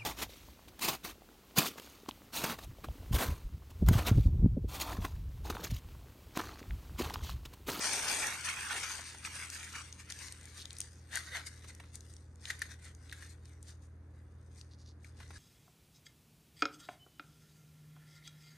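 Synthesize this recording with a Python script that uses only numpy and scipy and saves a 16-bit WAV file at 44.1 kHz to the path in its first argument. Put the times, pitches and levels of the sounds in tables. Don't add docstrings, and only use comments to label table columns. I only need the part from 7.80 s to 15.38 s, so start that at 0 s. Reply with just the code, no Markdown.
import sys
import numpy as np
from scipy import signal
from scipy.fft import rfft, irfft
from scipy.io import wavfile
from scipy.ndimage import map_coordinates

SR = 44100
rng = np.random.default_rng(int(sys.argv[2]) if len(sys.argv) > 2 else 0)


def unload_wav(signal):
    wavfile.write(
        sys.argv[1],
        SR,
        np.round(np.clip(np.atleast_2d(signal).T, -1, 1) * 32767).astype(np.int16),
    )


N = 334366
TIME_S = np.arange(N) / SR

# middle_s, half_length_s, rub_db, crinkle_db
PUSHES = [(0.054, 0.029, -41, -32), (0.137, 0.09, -42.5, -36), (0.306, 0.1, -43.5, -37),
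          (0.43, 0.13, -41, -38.5), (0.66, 0.026, -47.5, -40.5), (0.699, 0.03, -39.5, -44),
          (0.818, 0.065, -49, -44.5), (0.922, 0.037, -40.5, -44.5), (0.983, 0.056, -43, -41),
          (1.039, 0.01, -39, -38), (1.107, 0.086, -45, -42), (1.278, 0.052, -53.5, -48.5),
          (1.459, 0.018, -48.5, -43.5), (1.559, 0.072, -49, -46), (1.631, 0.047, -49, -50.5),
          (1.749, 0.042, -51, -44), (1.84, 0.052, -54.5, -48), (1.969, 0.082, -51.5, -48),
          (2.203, 0.017, -57, -53.5), (2.309, 0.024, -52.5, -51), (2.433, 0.067, -56.5, -47.5),
          (2.782, 0.041, -61.5, -50.5), (3.02, 0.1, -71, -58.5), (3.365, 0.031, -40.5, -42.5),
          (3.469, 0.049, -52, -54), (3.56, 0.036, -41, -48.5), (3.672, 0.01, -52.5, -41.5),
          (3.74, 0.3, -65, -63), (3.895, 0.013, -53, -53), (4.151, 0.016, -65, -55),
          (4.315, 0.1, -78.5, -65.5), (4.698, 0.042, -48.5, -47.5), (4.837, 0.053, -56.5, -57),
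          (4.917, 0.021, -54.5, -54.5), (5.058, 0.046, -59.5, -57), (5.35, 0.11, -63.5, -60.5),
          (5.43, 0.042, -56, -58.5), (5.505, 0.031, -65.5, -61), (5.686, 0.063, -70, -69),
          (5.891, 0.033, -64, -57), (6.04, 0.021, -77, -65.5), (6.372, 0.055, -77.5, -78),
          (6.778, 0.063, -74, -66), (7.267, 0.043, -70, -66.5), (7.42, 0.048, -60.5, -64),
          (7.559, 0.064, -60.5, -60)]
# freq_hz, gain_db
FLAT_RUB_SPECTRUM = [(400, -13.5), (650, -19), (900, -4), (1150, -3.5), (1500, 2), (2300, 2), (3200, -3),
                     (4500, -13.5), (8000, -18.5)]
# freq_hz, gain_db
WAD_RUB_SPECTRUM = [(300, -28.5), (480, -16), (1150, -8.5), (1550, 1.5), (2000, 2), (2700, -10.5),
                    (3800, -4.5), (6000, -20), (10000, -21.5)]
# freq_hz, gain_db
CRINKLE_SPECTRUM = [(1000, -14), (2500, -8), (3700, -5.5), (5000, 1.5), (6300, 2.5), (6900, 0), (8600, 3.5),
                    (9900, -6.5), (11000, -21), (11700, -5.5), (12600, -30)]
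# freq_hz, gain_db
COUNTER_SPECTRUM = [(80, -23.5), (220, -5), (600, -1), (860, 6), (2000, -21.5)]
# time_s, offset_db
COUNTER_CONTACT = [(0.0, -4), (0.45, -6), (0.82, -27.5), (0.96, -10), (1.1, -22)]
# pitch_hz, rms_db
HUM_TONES = [(59, -65), (81.7, -52.5), (120, -61), (294.5, -74.5)]
# freq_hz, gain_db
AIR_SPECTRUM = [(25, -34.5), (60, -16.5), (140, -17.5), (300, -23), (500, -28), (640, -35), (1700, -38.5),
                (3000, -55), (12000, -60)]
# start_s, tick_db, pop_offset_db, ring_hz
BUCKLES = [(0.1328, -25, -4, 9000), (1.4492, -33, -1.5, 2510), (1.9524, -46.5, 10, 2190),
           (3.372, -28, -7, 1560), (3.6684, -39, -2.5, 7100), (4.7017, -33.5, 6.5, 1930),
           (4.818, -28, -0.5, 1790), (5.3251, -43.5, 7.5, 1880), (5.424, -45.5, -5, 1780),
           (7.245, -52.5, 2, 2270)]
# freq_hz, gain_db
POP_SPECTRUM = [(600, -22), (1150, -22.5), (1600, 6.5), (2100, -1), (2700, -8.5), (3600, -5), (9000, -16)]
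# start_s, level_db
FINGER_BUMPS = [(1.1906, -38), (1.345, -41.5), (3.841, -42), (3.998, -40), (4.036, -50), (7.401, -42.5),
                (7.504, -43)]
# freq_hz, gain_db
BUMP_SPECTRUM = [(200, 1), (1000, 7), (2200, 4), (3000, 0), (10000, -11)]
# middle_s, half_length_s, resonance_hz, level_db
FOLD_SCRAPES = [(1.285, 0.066, 4660, -54.5), (1.666, 0.071, 4370, -70), (1.977, 0.039, 1300, -50.5),
                (2.808, 0.024, 3800, -50), (3.525, 0.013, 496, -61), (5.892, 0.025, 4800, -62.5),
                (6.791, 0.022, 5460, -65.5), (6.924, 0.024, 4670, -65.5), (7.008, 0.029, 5200, -66.5),
                (7.081, 0.033, 4800, -62.5)]
# start_s, level_db, resonance_hz
CREASE_TICKS = [(1.701, -30, 7000), (2.126, -34.5, 5900), (2.3008, -34.5, 5700), (2.305, -31, 7500),
                (2.322, -28.5, 5800), (2.3891, -36.5, 6300), (2.483, -35.5, 4870), (2.523, -31, 8100),
                (2.611, -44.5, 6940), (2.655, -39, 7000), (2.8549, -30, 4800), (2.9059, -34.5, 4700),
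                (2.9298, -36, 8300), (2.967, -39, 4870), (2.985, -30, 8660), (3.0038, -21.5, 8200),
                (3.0147, -28.5, 6100), (3.3558, -21.5, 8300), (3.9494, -42.5, 8000), (4.155, -30, 8200),
                (4.2064, -41, 6370), (4.3375, -41, 7550), (4.3655, -44.5, 6000), (4.557, -50, 7240),
                (4.654, -31, 3700), (4.792, -40, 9000), (5.149, -46, 6500), (5.2958, -43.5, 2930),
                (5.3143, -43, 4250), (5.655, -47.5, 5600), (5.8277, -40, 8170), (6.812, -41.5, 4770)]
# centre_hz, width_hz, gain_db
MIC_DIPS = [(5324, 185, -41), (7603, 452, -29)]
# centre_hz, width_hz
MIC_PORT = [(3150, 260)]


def undb(db):
    return 10 ** (np.asarray(db) / 20)


def unit(x):
    return x / np.sqrt(np.mean(x ** 2))


def walk(rate_hz):
    return np.sqrt(1.5) * np.interp(TIME_S * rate_hz, np.arange(N), rng.standard_normal(N))


def swell(peak_s, size):
    age = np.arange(size) / SR / peak_s
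    return age * np.exp(1 - age)


def colour(x, spectrum, size=2048):
    hz, db = np.transpose(spectrum)
    bins_hz = np.maximum(np.fft.rfftfreq(size, 1 / SR), 1)
    gain = undb(np.interp(np.log(bins_hz), np.log(hz), db))
    cepstrum = irfft(np.log(gain))
    cepstrum[1:size // 2] *= 2
    cepstrum[size // 2 + 1:] = 0
    response = irfft(np.exp(rfft(cepstrum)))
    return signal.fftconvolve(x, response[None] / np.linalg.norm(response), axes=1)[:, :N]


def pan(left_db):
    return undb(np.array([[left_db], [-left_db]]) / 2)


def radiate(x, left_db, scatter):
    shares = 1 + scatter * rng.standard_normal((2, N))
    return x * shares / np.hypot(1, scatter) * pan(left_db)


def grains(level_db, rate_hz, spread_db, growth=0.4, ref_db=-49.5, bunch_db=1.5, bunch_hz=130):
    per_s = np.clip(rate_hz * undb(growth * (level_db - ref_db)), 1, SR / 2)
    fires = rng.random(N) < per_s / SR
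    sizes = unit(undb(spread_db * np.minimum(rng.exponential(size=N), 4)))
    signs = np.sign(rng.standard_normal(N))
    bunches = unit(undb(bunch_db * walk(bunch_hz)))
    return fires * sizes * signs * np.sqrt(SR / per_s) * bunches * undb(level_db)


def finger_levels_db(release_stretch=1.084, shape=1.3, stir_fall_db_per_s=8.5, wander_db=3.5):
    stir_db = np.maximum(-47 - stir_fall_db_per_s * TIME_S, -92) + wander_db * walk(rate_hz=7.1)
    power = undb([stir_db, stir_db + 3]) ** 2
    for middle_s, half_s, rub_db, crinkle_db in PUSHES:
        near = np.abs(TIME_S - middle_s) < 10 * half_s
        offset_s = TIME_S[near] - middle_s
        away = np.maximum(-offset_s, offset_s / release_stretch) / half_s
        envelope = np.exp(-away ** shape)
        power[:, near] += (undb([[rub_db], [crinkle_db]]) * envelope) ** 2
    return 10 * np.log10(power)


def rubbing(level_db, fold_span_s=(2.2, 3.2), right_lag_s=0.00002):
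    slips = grains(level_db, rate_hz=3800, spread_db=2.0)
    folded = np.interp(TIME_S, fold_span_s, [0, 1])
    flat_slips = radiate(slips * np.sqrt(1 - folded), left_db=-1.6, scatter=0.29)
    wad_slips = radiate(slips * np.sqrt(folded), left_db=1.0, scatter=0.24)
    left, right = colour(flat_slips, FLAT_RUB_SPECTRUM)
    flat = np.array([left, np.interp(TIME_S - right_lag_s, TIME_S, right)])
    return undb(2.5) * flat + undb(1.7) * colour(wad_slips, WAD_RUB_SPECTRUM)


def crinkling(level_db):
    flips = grains(level_db, rate_hz=4500, spread_db=0.5)
    strays = undb(-8) * grains(np.minimum(level_db, -58), rate_hz=120, spread_db=-2.5, growth=0.2)
    return colour(radiate(flips + strays, left_db=4.5, scatter=0.75), CRINKLE_SPECTRUM)


def shifting_facets(x, depth_db=5.5, width_hz=170, life_s=0.06, apart_db=3.0, size=512):
    _, _, bands = signal.stft(x, nperseg=size)
    grid = bands.shape[1:]
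    span_bins = max(width_hz * size / SR, 1)
    span_frames = max(life_s * SR / (size / 2), 1)
    place = np.indices(grid) / np.reshape([span_bins, span_frames], (2, 1, 1))
    mid, side = (map_coordinates(rng.standard_normal(grid), place, order=2) for _ in range(2))
    gain = unit(undb(depth_db * np.tanh(mid) + apart_db * np.array([side, -side])))
    return signal.istft(bands * gain, nperseg=size)[1][:, :N]


def sliding(rub_db, lift_span_s=(1.5, 2.4)):
    contact_db = np.interp(TIME_S, *np.transpose(COUNTER_CONTACT))
    lift_db = np.interp(TIME_S, lift_span_s, [0, -25])
    drag = grains(rub_db + contact_db + lift_db, rate_hz=4500, spread_db=-0.5)
    return colour(radiate(drag, left_db=-0.5, scatter=0.15), COUNTER_SPECTRUM)


def appliance_hum(waver_db=0.5, drift_rad=0.13, start_db=-9.5, settle_s=2.75):
    hum = 0
    for hz, rms_db in HUM_TONES:
        amplitude = np.sqrt(2) * undb(rms_db + waver_db * walk(rate_hz=1.0))
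        hum += amplitude * np.sin(2 * np.pi * hz * TIME_S + drift_rad * walk(rate_hz=2.7))
    return undb(start_db * np.exp(-TIME_S / settle_s)) * hum


def room_air(level_db=-63, wide_above_hz=900):
    mid, side = colour(rng.standard_normal((2, N)), AIR_SPECTRUM, size=8192)
    side = signal.sosfilt(signal.butter(1, wide_above_hz, "high", fs=SR, output="sos"), side)
    return undb(level_db) * (mid + 0.76 * np.array([side, -side]))


def crease_tick(hz, size, peak_s=0.00073, q=3.1, scatter=0.65, lowpass_hz=10500):
    cracks = np.sign(rng.standard_normal(size)) * swell(peak_s, size)
    shares = 1 + scatter * rng.standard_normal((2, size))
    burst = signal.lfilter(*signal.iirpeak(hz, q, fs=SR), cracks * shares)
    burst = signal.lfilter(*signal.butter(2, lowpass_hz, fs=SR), burst)
    return burst / np.abs(burst.mean(axis=0)).max() * pan(left_db=3.5)


def buckling(tick_hz=8000, pop_rise_s=0.0029, ring_rise_cycles=2.27, size=1024):
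    age_s = np.arange(size) / SR
    facet, pops = np.zeros((2, N + size)), np.zeros(N + size)
    for start_s, tick_db, pop_offset_db, hz in BUCKLES:
        when = slice(int(start_s * SR), int(start_s * SR) + size)
        pop = np.sign(rng.standard_normal(size)) * swell(pop_rise_s, size)
        pops[when] += undb(tick_db + pop_offset_db) * pop
        strike = undb(-11) * (1 + 3.2 * undb(pop_offset_db))
        ring = strike * np.sin(2 * np.pi * hz * age_s) * swell(ring_rise_cycles / hz, size)
        facet[:, when] += undb(tick_db) * (crease_tick(tick_hz, size) + ring)
    layers = colour(radiate(pops[:N], left_db=5.5, scatter=0.3), POP_SPECTRUM)
    return facet[:, :N] + undb(-8) * layers


def bumping(contact_s=0.0034):
    force = 0
    for start_s, level_db in FINGER_BUMPS:
        age = np.maximum(TIME_S - start_s, 0) / contact_s
        force += undb(level_db) * age * np.exp(-age)
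    knocks = force * np.sign(rng.standard_normal(N))
    return colour(radiate(knocks, left_db=1.0, scatter=0.47), BUMP_SPECTRUM)


def scraping(q_at_1khz=3.7, slips_per_s=1500):
    out = 0
    for middle_s, half_s, hz, level_db in FOLD_SCRAPES:
        slips = (rng.random(N) < slips_per_s / SR) * rng.standard_normal(N)
        fold = signal.iirpeak(hz, q_at_1khz * np.sqrt(1000 / hz), fs=SR)
        ring = signal.lfilter(*fold, signal.lfilter(*fold, slips))
        envelope = np.exp(-((TIME_S - middle_s) / half_s) ** 2)
        out += undb(level_db) * unit(ring) * envelope
    return out


def ticking(size=1024):
    out = np.zeros((2, N + size))
    for start_s, level_db, hz in CREASE_TICKS:
        start = int(start_s * SR)
        out[:, start:start + size] += undb(level_db) * crease_tick(hz, size)
    return out[:, :N]


def kitchen(x, t60_s=0.3, wet_db=-14, gap_s=0.0069, size=22050):
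    age_s = np.arange(size) / SR
    tail = rng.standard_normal((2, size)) * undb(-60 * age_s / t60_s) * (age_s > gap_s)
    tail /= np.linalg.norm(tail, axis=1, keepdims=True)
    return x + undb(wet_db) * signal.fftconvolve(x, tail, axes=1)[:, :N]


def scene():
    rub_db, crinkle_db = finger_levels_db()
    rustle = shifting_facets(rubbing(rub_db) + crinkling(crinkle_db))
    foil = rustle + ticking() + buckling() + sliding(rub_db) + scraping() + bumping()
    return kitchen(foil) + appliance_hum() + room_air()


def record(dry):
    bins_hz = np.fft.rfftfreq(N, 1 / SR)
    dips_db = sum(db / (1 + (2 * (bins_hz - hz) / width_hz) ** 8) for hz, width_hz, db in MIC_DIPS)
    turn_rad = sum(2 * np.arctan2(bins_hz * width_hz, hz ** 2 - bins_hz ** 2) for hz, width_hz in MIC_PORT)
    response = undb(dips_db) * np.exp(-1j * np.outer([0, 1], turn_rad))
    lowpass = signal.ellip(8, 0.2, 70, 12000, fs=SR, output="sos")
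    return signal.sosfilt(lowpass, irfft(rfft(dry) * response, N))


dry = scene()
out = record(dry)
unload_wav(out)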